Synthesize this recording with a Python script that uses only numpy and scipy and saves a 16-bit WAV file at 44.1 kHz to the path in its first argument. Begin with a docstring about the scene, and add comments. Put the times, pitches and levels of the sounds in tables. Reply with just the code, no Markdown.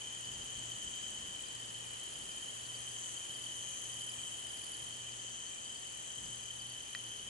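"""Tree crickets trill in a field at night, one near the stereo microphone and a chorus behind it.
Around them coneheads buzz, katydids tick and rattle, and field crickets chirp. Each song is a train of
wing strokes, a scraper drawn over a file, nearly all sliding down in pitch; grass and bushes scatter it.
Underneath lie far hiss, mains hum and light wind on the microphone; near the end, one click close by."""
import sys
import numpy as np
from scipy import signal
from scipy.fft import rfft, irfft, next_fast_len
from scipy.io import wavfile

SR = 44100
rng = np.random.default_rng(int(sys.argv[2]) if len(sys.argv) > 2 else 0)


def write(x):
    x = np.atleast_2d(x).T
    wavfile.write(sys.argv[1], SR, np.round(np.clip(x, -1, 1) * 32767).astype(np.int16))


N = 321470
TIME = np.arange(N) / SR

# tree cricket chorus at the microphone: t/s, level/dB
TRILL_LEVEL = [(0, -48), (1.1, -48), (1.5, -50), (4.3, -48), (5.1, -50.5), (5.9, -51.5), (6.4, -50),
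               (7.29, -49)]
# conehead buzz, swelling as the singers turn: t/s, low band/dB, middle band/dB, high band/dB
BUZZ_LEVELS = [(0.0, -56, -59, -63), (0.12, -56.5, -53, -66), (0.99, -54, -52.5, -58),
               (1.62, -59.5, -58.5, -61), (2.54, -58.5, -53.5, -63), (2.9, -54.5, -60, -58.5),
               (3.04, -51, -49.5, -58), (3.35, -58.5, -55, -62), (3.71, -50.5, -52, -62),
               (4.08, -57, -55, -59), (4.3, -55, -54.5, -55), (4.48, -59, -55.5, -64),
               (5.36, -55.5, -55.5, -59.5), (5.74, -59.5, -57.5, -60), (6.31, -56, -56, -58),
               (6.6, -59, -62, -63), (7.15, -57.5, -62.5, -65), (7.29, -61, -58, -67)]
# ticking katydid, falling quiet at about 5 s: t/s, level/dB
TICK_LEVEL = [(0, -59), (3.3, -60), (4.87, -60), (5, -75), (7.29, -71)]
# rattling katydid, coming in bursts: t/s, low rasp/dB, high rasp/dB
RATTLE_LEVELS = [(0, -77, -72), (1.5, -77, -72), (2.1, -59, -60), (2.7, -61, -66), (2.9, -56, -63),
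                 (3.3, -59.5, -61), (4.05, -57.5, -57), (4.3, -59, -64), (4.7, -54.5, -54.5),
                 (4.95, -60, -67), (5.5, -62, -70), (5.8, -60, -61.5), (6.3, -60.5, -62.5), (6.7, -64, -60),
                 (7.29, -66, -60.5)]
# katydids far out in the field: t/s, level/dB
FAR_KATYDID_LEVEL = [(0, -62), (1.8, -62.5), (2.3, -58.5), (4.7, -58), (5.4, -71), (6, -66), (7.29, -61)]
# how far each of four near singers runs ahead of an even beat: t/s, lead/strokes
TRILLER_LEAD = [(0, .22), (1.5, 0), (1.8, .29), (2.9, .15), (3.6, .32), (4, .3), (5.3, .54), (7.29, .62)]
CONEHEAD_LEAD = [(0, .34), (.5, .39), (1, .17), (1.5, .25), (1.9, -.13), (2.5, -.02), (3.5, .62),
                 (4.8, .65), (5.5, .86), (6, .76), (6.5, .88), (7.29, .38)]
TICKER_LEAD = [(0, -.29), (1.2, -.31), (2.3, -.39), (3.2, -.33), (4.85, -.08), (7.29, -.08)]
RATTLER_LEAD = [(0, .1), (2, -.21), (3.2, -.33), (5.1, -.14), (5.8, -.22), (6.4, -.58), (7.29, -2.1)]
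# spectrum of the far hiss: f/Hz, mid density/(dB per Hz), side density/(dB per Hz)
HISS_SPECTRUM = [(25, -114, -112), (61, -89, -101), (143, -93, -95.5), (316, -91.5, -90.5), (590, -94, -89),
                 (1350, -98, -91.5), (1614, -97.5, -95.5), (1840, -91, -91.5), (2200, -99, -96.5),
                 (3210, -85.5, -89), (3530, -96, -98.5), (5400, -98, -99), (7370, -92, -102),
                 (7940, -99, -97), (11200, -96, -100.5)]
# the hiss sinks a little: t/s, gain/dB
HISS_TRIM = [(0, 1.5), (4.8, 1.4), (5.5, 0.1), (6.7, 0), (7.29, 0.5)]
# mains hum, swelling and fading: t/s, level/dB
HUM_LEVEL = [(0, -64.5), (.35, -65), (.75, -59), (.82, -76), (.9, -65), (1.45, -74), (1.56, -62),
             (1.9, -63), (2.3, -77), (2.7, -60), (3.35, -69), (3.45, -62), (3.78, -69), (3.9, -61),
             (4.1, -63), (4.65, -70), (4.9, -62.5), (5.35, -64), (5.55, -74), (5.95, -72), (6.29, -62.5),
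             (6.45, -66), (6.7, -61.5), (6.84, -73), (7.07, -61), (7.2, -76), (7.29, -67)]
# puffs of wind on the microphone: middle t/s, length/s, level/dB
WIND_PUFFS = [(.37, 0.28, -59), (0.597, .2, -60.5), (.88, .1, -58), (1.233, 0.53, -64.5), (2.232, .3, -63),
              (4.85, .4, -66), (6.268, 0.27, -58.5), (7.28, 0.12, -62)]
# the nearer field crickets: f/Hz, pulses per chirp, pulse spacing/s, left minus right/dB
CRICKET_VOICES = [(4885, 3, .086, 4), (4615, 2, .099, 8), (4070, 3, .07, 3)]
# their chirps: first pulse t/s, f/Hz, typical peak level/dB
CRICKET_CHIRPS = [(.251, 4885, -57), (.877, 4885, -62), (1.471, 4885, -56), (2.146, 4885, -58),
                  (2.745, 4860, -59), (3.347, 4885, -58), (3.932, 4885, -57), (4.492, 4885, -57),
                  (5.122, 4885, -59), (5.694, 4900, -60), (6.26, 4885, -60), (6.878, 4885, -66),
                  (.252, 4650, -60), (.632, 4650, -67), (1.586, 4615, -60), (2.66, 4600, -54),
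                  (3.352, 4600, -55.5), (4.641, 4630, -52.5), (5.657, 4615, -59), (6.607, 4615, -56),
                  (1.414, 4070, -57.5), (1.943, 4070, -56.5), (2.483, 4040, -60)]
# modes of the small hard part that clicks: f/Hz, relative level/dB, t60/s
SNAP_MODES = [(1920, 0, 0.023), (1450, -28, 0.0052), (2500, -1, .007), (3300, -17, 0.0073),
              (4240, 3, 0.003)]


def from_db(db):
    """Decibels to gain."""
    return 10 ** (np.asarray(db) / 20)


def pan(db):
    """Left and right offsets in dB; positive db favours the left."""
    return np.array([[db / 2], [-db / 2]])


def rms_one(x):
    """Scale to rms 1."""
    return x / np.sqrt(np.mean(x ** 2) + 1e-20)


def in_time(rows):
    """Columns of a curve table, one value per sample."""
    s, *columns = np.transpose(rows)
    return [np.interp(TIME, s, c) for c in columns]


def low_noise(hz):
    """Noise below hz; rms 1."""
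    lowpass = signal.butter(2, hz, fs=SR, output="sos")
    return rms_one(signal.sosfilt(lowpass, rng.standard_normal(N + 4000))[4000:])


def gate(beat, duty, swell):
    """Position 0-1 within each stroke and its envelope; swell over 1 peaks late and ends abruptly."""
    at = np.minimum((beat + duty / 2) % 1 / duty, 1).astype(np.float32)
    return at, np.sin(np.float32(np.pi) * at ** np.float32(swell)) ** 2


def strokes(beat, from_hz, to_hz, duty, swell, rough, rough_hz):
    """One tone burst per wing stroke, gliding with the scraper's speed; uneven file teeth roughen it."""
    at, envelope = gate(beat, duty, swell)
    stroke = np.floor(beat + duty / 2).astype(int)
    start = rng.random(2000)[stroke % 2000]   # each stroke sets the wing ringing afresh
    turns = (np.cumsum(from_hz + (to_hz - from_hz) * at, dtype=float) / SR + start) % 1
    teeth = 1 - np.clip(rough, 0, 1) + rough * low_noise(rough_hz)
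    return rms_one(envelope * teeth * np.sin((2 * np.pi * turns).astype(np.float32)))


def singer(beat, level_db, glide_hz, duty, swell, rough, rough_hz):
    """One band of one insect's song; beat counts strokes (strokes per second times time, plus lead)."""
    return from_db(level_db) * strokes(beat, *glide_hz, duty, swell, rough, rough_hz)


def placed(x, pan_db, lag_ms, scatter_db, t60=.008):
    """Direct sound reaches the right channel lag_ms late; each side gets its own spray of echoes."""
    size, tail = next_fast_len(N + SR // 4), np.arange(SR // 20) / SR
    spray = rng.standard_normal((2, len(tail))) * from_db(-60 * tail / t60)
    spray = from_db(scatter_db) * rfft(spray / np.sqrt(np.sum(spray[0] ** 2)), size)
    delay = np.exp(-2j * np.pi * np.arange(size // 2 + 1) * SR / size * [[0], [lag_ms / 1000]])
    paths = (delay + spray) / np.sqrt(1 + from_db(2 * scatter_db))
    return irfft(rfft(x, size) * paths, size)[:, :N] * from_db(pan(pan_db))


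def crowd(level_db, count, rate, rate_spread, band_hz, slide_hz, duty, rough, rough_hz,
          pan_db, lag_ms, wide_ms):
    """Many far insects of one kind, each with its own tempo, pitch and direction; rate in strokes/s."""
    out = 0
    tops_hz = np.linspace(*band_hz, count) + slide_hz / 2
    for top_hz, (tempo, side, start) in zip(tops_hz, rng.standard_normal((count, 3))):
        beat = rate * (1 + rate_spread * tempo) * TIME + start
        song = strokes(beat, top_hz, top_hz - slide_hz, duty, 1, rough, rough_hz)
        lag = round((lag_ms + wide_ms * side) * SR / 1000)
        out = out + np.array([song, np.roll(song, lag)])
    return from_db(level_db + pan(pan_db)) * rms_one(out)


def tree_crickets(trill_rate=37.4, chirp_rate=2.2):
    """A near triller before a dense chorus; a lower kind bundles its strokes into shared chirps."""
    level_db = in_time(TRILL_LEVEL)[0]
    beat = trill_rate * TIME + in_time(TRILLER_LEAD)[0]
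    near_db = level_db - 5 - .16 * low_noise(.79)
    near = singer(beat, near_db, (3210, 3020), duty=.7, swell=1.1, rough=.15, rough_hz=60)
    far = crowd(level_db - .7, count=12, rate=40, rate_spread=.12, band_hz=(3003, 3151), slide_hz=189.9,
                duty=.85, rough=.3, rough_hz=50, pan_db=1.8, lag_ms=.36, wide_ms=.035)
    lower = crowd(-65.5, count=3, rate=40, rate_spread=.024, band_hz=(2422, 2430), slide_hz=90,
                  duty=.75, rough=.3, rough_hz=40, pan_db=6, lag_ms=-.05, wide_ms=.05)
    _, chirps = gate(chirp_rate * TIME - .17, duty=.65, swell=1)
    return placed(near, pan_db=1.5, lag_ms=.37, scatter_db=-10) + far + chirps * lower


def coneheads(loud_rate=177.7, left_rate=151.4, faint_rate=166.9):
    """Three near buzzers and far crowds; their fast wings radiate little below the main mode."""
    low_db, middle_db, high_db = in_time(BUZZ_LEVELS)
    takeover = np.clip((TIME - 5) / .44, 0, 1)   # from 5 s the loud one stands out of the far ones
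    rise_db, sink_db = 3.5 * takeover, 2.5 * takeover
    # the loud one: an upper mode opens each stroke, the pitch glides down, the main mode ends it
    beat = loud_rate * TIME + in_time(CONEHEAD_LEAD)[0]
    glide = singer(beat + .18, middle_db + rise_db - 3, (8200, 6700),
                   duty=.4, swell=2.2, rough=.22, rough_hz=400)
    edge = singer(beat + .36, high_db + rise_db + .5, (8050, 7550),
                  duty=.5, swell=1.2, rough=.2, rough_hz=300)
    ring = singer(beat - .06, low_db + rise_db + 1.7, (6480, 6120),
                  duty=.55, swell=.9, rough=.2, rough_hz=250)
    # the other two drift off their beat at random
    left_beat = left_rate * TIME + .4 * low_noise(.5)
    left_db = low_db - 6.5 - 9 * np.maximum(TIME - 5.5, 0)   # fades 9 dB/s from 5.5 s
    left = singer(left_beat, left_db, (7200, 6100), duty=.6, swell=1, rough=.52, rough_hz=370)
    faint_beat = faint_rate * TIME + .4 * low_noise(.5)
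    faint = singer(faint_beat, high_db - 9.5, (7800, 7400), duty=.55, swell=.31, rough=.32, rough_hz=300)
    far = crowd(low_db - sink_db - 3, count=4, rate=165, rate_spread=.1, band_hz=(6140, 6560),
                slide_hz=300.6, duty=.9, rough=.8, rough_hz=200, pan_db=6.5, lag_ms=.2, wide_ms=.04)
    far += crowd(middle_db - sink_db - 2, count=4, rate=180, rate_spread=.1, band_hz=(6720, 7340),
                 slide_hz=297, duty=.9, rough=.82, rough_hz=207, pan_db=-2, lag_ms=.31, wide_ms=.025)
    far += crowd(high_db - sink_db + .79, count=3, rate=170, rate_spread=.1, band_hz=(7590, 7990),
                 slide_hz=251.5, duty=.79, rough=.38, rough_hz=200, pan_db=3.5, lag_ms=.31, wide_ms=.038)
    near = placed(edge + glide + faint, pan_db=1, lag_ms=.31, scatter_db=-9)
    near += placed(ring + left, pan_db=8, lag_ms=.21, scatter_db=-9)
    return signal.sosfilt(signal.butter(6, 5800, "high", fs=SR, output="sos"), near + far)


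def katydids(tick_rate=15.7, rattle_rate=39.9):
    """Near by, one alternates a tick with a high lisp and one rattles in raspy strokes; more far off."""
    beat = tick_rate * TIME + in_time(TICKER_LEAD)[0]
    tick_db = in_time(TICK_LEVEL)[0]
    tick = singer(beat, tick_db, (8190, 8040), duty=.19, swell=1.1, rough=.25, rough_hz=12)
    edge = singer(beat, tick_db - 9, (9000, 8750), duty=.2, swell=1.8, rough=.5, rough_hz=300)
    lisp = singer(beat - .65, tick_db - 3.5, (10700, 10300), duty=.43, swell=1.3, rough=.95, rough_hz=870)
    beat = rattle_rate * TIME + in_time(RATTLER_LEAD)[0]
    low_db, high_db = in_time(RATTLE_LEVELS)
    low_rasp = singer(beat, low_db + 1.5, (9900, 9100), duty=.8, swell=1.6, rough=.9, rough_hz=650)
    high_rasp = singer(beat, high_db + 1.5, (10300, 10900), duty=.8, swell=1.6, rough=.9, rough_hz=700)
    far = crowd(in_time(FAR_KATYDID_LEVEL)[0], count=5, rate=45, rate_spread=.18, band_hz=(8890, 10690),
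                slide_hz=304, duty=1, rough=.97, rough_hz=406, pan_db=-1.5, lag_ms=-.012, wide_ms=.03)
    ticker = placed(tick + edge + lisp, pan_db=4.5, lag_ms=.31, scatter_db=-12)
    rattler = placed(low_rasp + high_rasp, pan_db=2, lag_ms=-.012, scatter_db=-11)
    return ticker + rattler + far


def far_field_crickets():
    """Faint wing pulses from further down the field."""
    return crowd(-70, count=9, rate=9, rate_spread=.25, band_hz=(4050, 4600), slide_hz=100,
                 duty=.25, rough=.5, rough_hz=3, pan_db=3, lag_ms=.02, wide_ms=.06)


def night_hiss():
    """Wide, distant hiss with separate mid and side colour."""
    size = next_fast_len(N)
    hz, *densities_db = np.transpose(HISS_SPECTRUM)
    log_hz = np.log(np.arange(size // 2 + 1) * SR / size + 1)
    colour = from_db([np.interp(log_hz, np.log(hz), db) for db in densities_db]) * np.sqrt(SR / 2)
    noise = irfft(rfft(rng.standard_normal((2, size))) * colour, size)[:, :N]
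    mid, side = from_db(in_time(HISS_TRIM)[0]) * noise
    return mid + side * [[1], [-1]]


def mains_hum():
    """A wavering hum in the centre, with a fainter tone just under its octave."""
    hum_hz = 120 + 1.275 * low_noise(2.43)
    hum = np.sqrt(2) * from_db(in_time(HUM_LEVEL)[0]) * np.sin(2 * np.pi * np.cumsum(hum_hz) / SR)
    upper_db = -76 + 2.4 * low_noise(3.9)
    upper_hz = 235.7 + 2.57 * low_noise(3.4)
    return hum + from_db(upper_db) * np.sin(2 * np.pi * np.cumsum(upper_hz) / SR)


def microphone_wind(calm_db=-71):
    """Light air rumbles on the microphone in puffs, the same in both channels."""
    rumble = signal.sosfilt(signal.butter(2, 35, "high", fs=SR, output="sos"), low_noise(178))
    puffs = sum(from_db(db) * np.cos(np.pi * np.clip((TIME - s) / length_s, -.5, .5)) ** 2
                for s, length_s, db in WIND_PUFFS)
    return (from_db(calm_db) + puffs) * rms_one(rumble)


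def field_crickets(pulse_s=.033, slide_hz=80, spread_db=1.5):
    """Chirps of two or three short, nearly pure wing pulses that sag in pitch; pitch tells who sings."""
    t = np.arange(int(pulse_s * SR)) / SR
    out = np.zeros((2, N + SR))
    for first_s, hz, peak_db in CRICKET_CHIRPS:
        _, pulses, spacing_s, pan_db = min(CRICKET_VOICES, key=lambda voice: abs(voice[0] - hz))
        sweep = (hz + slide_hz / 2) * t - slide_hz * t ** 2 / (2 * pulse_s)
        for k, (phase, right_shift, strength) in enumerate(rng.standard_normal((3, 3))[:pulses]):
            turns = sweep + phase + [[0], [.16 * right_shift]]
            at = int((first_s + k * spacing_s - pulse_s / 2) * SR)
            gain = from_db(peak_db + spread_db * strength + pan(pan_db))
            out[:, at:at + len(t)] += gain * np.hanning(len(t)) * np.sin(2 * np.pi * turns)
    return out[:, :N]


def click(at_s=6.9497, drive_db=-30.5):
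    """A hard part snaps close by and rings briefly, too small for bass and too soft for high treble."""
    t = np.maximum(TIME - at_s, 0)
    ring = sum(from_db(drive_db + db - 60 * np.minimum(t, .1) / t60) * np.sin(-2 * np.pi * hz * t)
               for hz, db, t60 in SNAP_MODES)
    snap = signal.sosfilt(signal.butter(3, [1250, 5600], "band", fs=SR, output="sos"), ring)
    return placed(snap, pan_db=.1, lag_ms=.011, scatter_db=-10)


def scene():
    """The whole field as it reaches the microphone."""
    insects = tree_crickets() + coneheads() + katydids() + field_crickets() + far_field_crickets()
    return insects + night_hiss() + mains_hum() + microphone_wind() + click()


def record(dry, cutoff_hz=11010):
    """The recorder cuts the top steeply and adds a trace of converter noise."""
    cut = signal.sosfilt(signal.ellip(14, .3, 75, cutoff_hz, fs=SR, output="sos"), dry)
    return cut + from_db(-102) * rng.standard_normal(dry.shape)


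dry = scene()
out = record(dry)
write(out)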